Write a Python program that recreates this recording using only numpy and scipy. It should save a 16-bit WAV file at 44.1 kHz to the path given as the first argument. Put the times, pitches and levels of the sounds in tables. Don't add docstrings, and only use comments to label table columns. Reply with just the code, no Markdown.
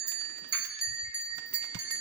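import sys
import numpy as np
from scipy import signal
from scipy.fft import rfft, irfft
from scipy.io import wavfile
from scipy.ndimage import uniform_filter1d

SR = 44100
rng = np.random.default_rng(int(sys.argv[2]) if len(sys.argv) > 2 else 0)


def put_to_file(sound):
    columns = np.atleast_2d(sound).T
    safe = np.clip(columns, -1, 1)
    whole_steps = np.round(safe * 32767)
    wavfile.write(sys.argv[1], SR, whole_steps.astype(np.int16))


def rack_gain(trim_db):
    fader = np.asarray(trim_db, float)
    return 10 ** (fader / 20)


N = 88420
TIME_S = np.arange(N) / SR

LEFT_LAG_S = -0.0008052


def evened(x):
    return x / np.sqrt(np.mean(x ** 2) + 1e-20)


def read(points, hz):
    f, value = np.transpose(points)
    return np.interp(np.log(hz + 1), np.log(f + 1), value)


def add(mix, start_s, sound, left_db):
    left = mix[0, round((start_s + LEFT_LAG_S) * SR):]
    right = mix[1, round(start_s * SR):]
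    for side, gain in ((left, rack_gain(left_db)), (right, 1)):
        side[:len(sound)] += gain * sound[:len(side)]


def band(x, lo_hz, hi_hz):
    return signal.sosfilt(signal.butter(4, [lo_hz, hi_hz], "band", fs=SR, output="sos"), x)


def drift(rate_hz, count):
    steps = rng.standard_normal((count, 200))
    return np.array([np.interp(TIME_S * rate_hz, np.arange(200), row) for row in steps])


# time_s, right_db, left_db
STILL = [(0, 0, 0)]
RISE_S, LEFT_TWIN_TURNS = 0.0028, 0.31
TICK_DB, TICK_T60_S, SHIMMER_DB = -7, 0.015, 3


def bell(modes, blows, swing):
    out = np.zeros((2, N))
    struck = [np.clip((TIME_S - blow[0]) / RISE_S, 0, 1) for blow in blows]
    struck.append(np.zeros(N))
    shimmer = rack_gain(SHIMMER_DB * drift(rate_hz=14, count=2 * len(modes)))
    for k, (start_s, level_db, share_db, bright_db, lag_turns) in enumerate(blows):
        live = np.flatnonzero(struck[k] > struck[k + 1])
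        gate = (struck[k] - struck[k + 1])[live]
        age_s = TIME_S[live] - start_s
        for m, (hz, apart_hz, twin_db, mode_db, t60_s, side_db) in enumerate(modes):
            octaves = np.log2(hz / modes[1][0])
            ring = gate * rack_gain(level_db + mode_db + bright_db * octaves - 60 * age_s / t60_s)
            twin_gain = rack_gain(twin_db + share_db)
            for ear, lag_s, turns, gain_db in ((0, LEFT_LAG_S, LEFT_TWIN_TURNS, side_db), (1, 0, 0, 0)):
                angle = 2 * np.pi * (age_s - lag_s)
                twin_phase = 2 * np.pi * (lag_turns + turns)
                pair = np.sin(hz * angle) + twin_gain * np.sin((hz + apart_hz) * angle + twin_phase)
                out[ear, live] += ring * pair * shimmer[2 * m + ear, live] * rack_gain(gain_db)
        tick_decay = rack_gain(level_db + TICK_DB - 60 * TIME_S[:400] / TICK_T60_S)
        tick = band(rng.standard_normal(400), 2000, 13000) * tick_decay
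        if start_s > 0:
            add(out, start_s, tick, left_db=-22.5)
    s, right_db, left_db = np.transpose(swing)
    return out * rack_gain([np.interp(TIME_S, s, left_db), np.interp(TIME_S, s, right_db)])


HUM_HZ, THIRD_HZ, FIFTH_HZ, UPPER_HZ = 1740, 6308, 7057, 7320
# pitch_hz, twin_above_hz, twin_db, level_db, t60_s, left_db
NEAR_BELL = [(1849.5, 12, 0, -8, 3, -14.5), (4612, 6, -11.5, 2.5, 1.1, -11),
             (6725, 21.5, 3.5, -10.5, 0.69, 0), (6960, 17.5, -10.5, -3.5, 0.72, -14),
             (UPPER_HZ, 5.6, 0, -13.5, 0.49, -26.5), (10234.5, 12, -25.5, -8.5, 0.2734, 1),
             (11511, 60, 6, -33, .15, -23), (14173, 27, -13, -11, .14, -23),
             (15246, 30, -18, -5, 0.14, -31)]
# start_s, level_db, twin_db, brightness_db_per_octave, twin_lag_turns
NEAR_BLOWS = [
    (-.12, -25, 5, 10.5, -0.045),
    (.079, -27.5, -1, 4, -0.18),
    (0.811, -25.5, -1, -2.5, -0.55),
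    (1.143, -25, -4, -4, -0.21),
    (1.540, -25, -8.5, -4.5, -0.25),
    (1.908, -27, -2, -1, -0.3),
]
# time_s, toward_right_db, toward_left_db
NEAR_SWING = [(0, -2, -9), (.22, -1, -4.5), (0.351, 1.5, -0.5), (0.699, 4.5, 2.5), (0.899, -3, -1.5),
              (1, 1, 11.5), (1.12, -4, 2), (1.4, -4.5, -4), (1.8, -6, -5), (2, -1, -1)]


def near_bell():
    return bell(NEAR_BELL, NEAR_BLOWS, NEAR_SWING)


# pitch_hz, twin_above_hz, twin_db, level_db, t60_s, left_db
MATE_BELL = [(HUM_HZ, 16, 0.6, -18, 3.2, -0.5), (4521, 10, -1, -0.5, 1.14, -6),
             (THIRD_HZ, 8, -20.5, -5, 0.84, -0.5), (6693.5, 16.5, 6, -2.5, 0.45, -0.5),
             (FIFTH_HZ, 7.6, 1, -10, 0.55, 3.5), (9798, 13.5, -10.5, -14, .5, 9),
             (13630, 40, -1, -14.5, .15, -21)]
# start_s, level_db, twin_db, brightness_db_per_octave, twin_lag_turns
MATE_BLOWS = [
    (-.3, -32, -10, -6, 0),
    (.523, -31.5, 4, 0.5, 0),
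    (1.788, -34.5, 1, -4, 0.03),
]
# time_s, toward_right_db, toward_left_db
MATE_SWING = [(.3, -0.5, 1), (0.681, 0, -9.5), (.74, -2, 0), (.79, 5.5, 1), (1, -10, 0), (1.9, -1, -3.5)]


def mate_bell():
    return bell(MATE_BELL, MATE_BLOWS, MATE_SWING)


# pitch_hz, twin_above_hz, twin_db, level_db, t60_s, left_db
TRAIL_BELL = [(1984, 4, -5, 6, 2.2, -18), (3860, 8, -5, -2.5, 5.9, -7.5)]
# start_s, level_db, twin_db, brightness_db_per_octave, twin_lag_turns
TRAIL_BLOWS = [
    (-.1, -56.5, 0.0041, 0, 0),
    (1.13, -63.5, 0.0059, 0.0055, 0.0034),
    (1.5, -63.5, 0.022, 0, 0),
]


def trail_bell():
    return bell(TRAIL_BELL, TRAIL_BLOWS, STILL)


# pitch_hz, likeness (0 to 1)
SAME = [(250, 0.89), (4000, .6)]
# pitch_hz, left_db
TILT = [(60, -8.5), (380, 0.5), (2400, -5.5)]


def hiss(spectrum, size, patchy_db):
    frames, hz = 4 * N // size + 5, np.fft.rfftfreq(size, 1 / SR)
    a, b, c, d, patches = rng.standard_normal((frames, len(hz), 5)).T
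    patches = uniform_filter1d(patches, size=14, axis=0)
    patches = evened(uniform_filter1d(patches, size=10, axis=1))
    same = np.clip(read(SAME, hz), -1, 1)[:, None]
    right = a + 1j * b
    left = same * right + np.sqrt(1 - same ** 2) * (c + 1j * d)
    left_path = rack_gain(read(TILT, hz)) * np.exp(-2j * np.pi * hz * LEFT_LAG_S)
    color = rack_gain(read(spectrum, hz)[:, None] + patchy_db * patches)
    z = np.array([left_path[:, None] * left, right]) * color
    x = signal.istft(z, nperseg=size, noverlap=3 * size // 4)[1][:, :N]
    return x / np.sqrt(np.mean(x[1] ** 2))


# time_s, level_db
DRAG = [(0, -68), (.45, -61.5), (.6, -68.5), (.85, -88), (1.002, -62), (1.202, -85.5), (1.45, -64),
        (2, -63.5)]
# pitch_hz, level_db
SOIL = [(30, -33), (250, -0.5), (700, -6), (3000, -40)]
# pitch_hz, level_db
FOREST = [(30, -18), (250, 1), (800, -10), (2000, 1), (6500, -6.5), (9500, -15.5), (11000, -44.5)]
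FOREST_DB = -58


def logs_and_air():
    s, level_db = np.transpose(DRAG)
    drag_db = np.interp(TIME_S, s, level_db)
    scrape = rack_gain(drag_db + 2.5) * hiss(SOIL, size=1024, patchy_db=2.0)
    air_db = FOREST_DB + 0.18 * (drag_db - level_db.mean())
    return scrape + rack_gain(air_db) * hiss(FOREST, size=512, patchy_db=4.5)


# start_s, level_db
JINGLES = [(0.068, -40), (0.3596, -61.5), (0.4749, -49.5), (0.5247, -38), (0.618, -43.5), (0.9323, -65.5),
           (1.2057, -54), (1.3516, -53), (1.4583, -48.5), (1.535, -31.5), (1.6307, -63), (1.7454, -51),
           (1.7865, -47)]
# pitch_hz, level_db, t60_s
LINKS = [(5550, -6, 0.13), (7540, -11, 0.095), (13000, -17, .04), (14600, -4, .11), (15140, 13, 0.12),
         (15200, -10, .1)]
JINGLE_S = 0.035


def chain():
    out, t = np.zeros((2, N)), np.arange(4000) / SR
    rise = np.minimum(t / 0.0027, 1)
    for start_s, level_db in JINGLES:
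        for n, (late, *bends) in enumerate(rng.random((4, 1 + len(LINKS)))):
            ring = np.zeros(len(t))
            for (hz, mode_db, t60_s), bend in zip(LINKS, bends):
                bent_hz = hz * (0.98 + 0.051 * bend)
                ring += bend * rack_gain(mode_db - 60 * t / t60_s) * rise * np.sin(2 * np.pi * bent_hz * t)
            ring *= 1 + 7.1 * band(rng.standard_normal(len(t)), 60, 470)
            add(out, start_s + JINGLE_S * late * n / 2, rack_gain(level_db - 1.5) * ring, left_db=-20.5)
    return out


# start_s, level_db, dull_part_db
SNAPS = [(0.1177, -41.5, -7.5), (0.2123, -48, 4.5), (0.2513, -50.5, 0.5), (0.2968, -50.5, 1),
         (0.3817, -50.5, 2.5), (0.4446, -49.5, 3.5), (0.6482, -40.5, -7.5), (0.7906, -43, -14),
         (0.9003, -57, -19), (1.3811, -40, -0.5), (1.5294, -47.5, -8.5), (1.625, -41, -16),
         (1.6403, -45.5, 2), (1.6619, -63, 4), (1.7455, -35, -3), (1.9051, -43, -4), (1.9555, -49, -25)]
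SNAP_T60_S, RUSTLE_DB, RUSTLE_T60_S = 0.017, -1, 0.091


def twigs():
    out, t = np.zeros((2, N)), np.arange(5000) / SR
    decay = rack_gain(-60 * t / SNAP_T60_S) + rack_gain(RUSTLE_DB - 60 * t / RUSTLE_T60_S)
    for start_s, level_db, dull_db in SNAPS:
        crack = rng.standard_normal(len(t)) * decay
        bright = 3 * band(crack, 1820, 7320)
        dull = 4 * rack_gain(dull_db) * band(crack, 356, 1820)
        add(out, start_s, rack_gain(level_db - 4) * (bright + dull), left_db=-12)
    return out


# pitch_hz, level_db
YOKE = [(410, -76), (700, -35.5), (1180, -10.5), (1290, -10.5), (2230, 1), (2990, -23), (3600, -17),
        (4680, -33), (7920, -120)]
CLATTER_S, CLATTER_DB, CLATTER_HOLD_S, CLATTER_T60_S, KNOCKS_PER_S = 0.524, -27, 0.049, 0.2, 7000


def yoke():
    out, t = np.zeros((2, N)), np.arange(16000) / SR
    force = rack_gain(2.5 * rng.exponential(1, len(t))) * rng.standard_normal(len(t))
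    knocks = force * (rng.random(len(t)) < KNOCKS_PER_S / SR)
    hz = np.fft.rfftfreq(len(t), 1 / SR)
    wood = evened(irfft(rfft(knocks) * rack_gain(read(YOKE, hz))))
    sag_db = 8.1 * np.minimum(t / CLATTER_HOLD_S, 1)
    decay_db = 60 * np.maximum(t - CLATTER_HOLD_S, 0) / CLATTER_T60_S
    shape = np.minimum(t / 0.01, 1) * rack_gain(-decay_db - sag_db)
    add(out, CLATTER_S, rack_gain(CLATTER_DB) * shape * wood, left_db=-9)
    return out


# start_s, level_db, top_hz, length_s
PUFFS = [
    (0.577, -73, 200, 0.031),
    (0.651, -70, 250, .05),
    (0.858, -49.5, 150, 0.051),
    (0.993, -54.5, 120, 0.051),
    (1.06, -53, 140, 0.029),
    (1.286, -55.5, 100, 0.034),
]


def wind():
    out, t = np.zeros((2, N)), np.arange(8000) / SR
    for start_s, level_db, top_hz, length_s in PUFFS:
        lump = evened(band(rng.standard_normal(len(t)), 54, top_hz))
        swell = (t / length_s) * np.exp(1 - (t / length_s) ** 2)
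        add(out, start_s, rack_gain(level_db) * lump * swell, left_db=-17.5)
    return out


# pitch_hz, twin_above_hz, twin_db, level_db, t60_s, left_db
FAR_BELL = [(2143, 7.4, -32, 1, 2.9, -17.5), (4490, 30, -2.5, 6, 1.25, -26),
            (7840, 15, -1, -2.5, 0.33, -15)]
# start_s, level_db, twin_db, brightness_db_per_octave, twin_lag_turns
FAR_BLOWS = [
    (1.045, -55.5, -3, -7.5, -0.075),
    (1.25, -55.5, 2.5, -2.5, -0.59),
    (1.535, -43.5, -5, -1, -0.58),
    (1.88, -48.5, 0, -3.5, 0.02),
]


def far_bell():
    return bell(FAR_BELL, FAR_BLOWS, STILL)


# start_s, level_db, pitch_hz, t60_s
HOOF = [
    (1.753, -29, 174.4, 0.064),
    (1.768, -38.5, 950, 0.045),
    (1.76, -38, 114, 0.088),
]


def hoof():
    out, t = np.zeros((2, N)), np.arange(8000) / SR
    rise = np.minimum(t / 0.0016, 1)
    for start_s, level_db, hz, t60_s in HOOF:
        thud = rack_gain(level_db - 60 * t / t60_s) * rise * np.sin(2 * np.pi * hz * t)
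        add(out, start_s, thud, left_db=0.5)
    return out


WOODS_DB, WOODS_T60_S = -11, 0.86


def woods(x):
    t = np.arange(SR // 2) / SR
    tail = band(rng.standard_normal((2, len(t))), 300, 8770) * rack_gain(-60 * t / WOODS_T60_S)
    tail *= t > 0.012
    return rack_gain(WOODS_DB) * signal.fftconvolve(x, tail / np.linalg.norm(tail[0]), axes=1)[:, :N]


def scene():
    team = near_bell() + mate_bell() + twigs() + chain() + yoke()
    ringing = team + far_bell() + trail_bell()
    return ringing + woods(ringing) + wind() + hoof() + logs_and_air()


def top_cut(x):
    return signal.sosfilt(signal.butter(12, 16600, fs=SR, output="sos"), x)


def record(dry):
    low_pass = signal.firwin(255, 15700, fs=SR)
    soft = signal.oaconvolve(dry, low_pass[None], "same")
    return top_cut(soft)


dry = scene()
out = record(dry)
put_to_file(out)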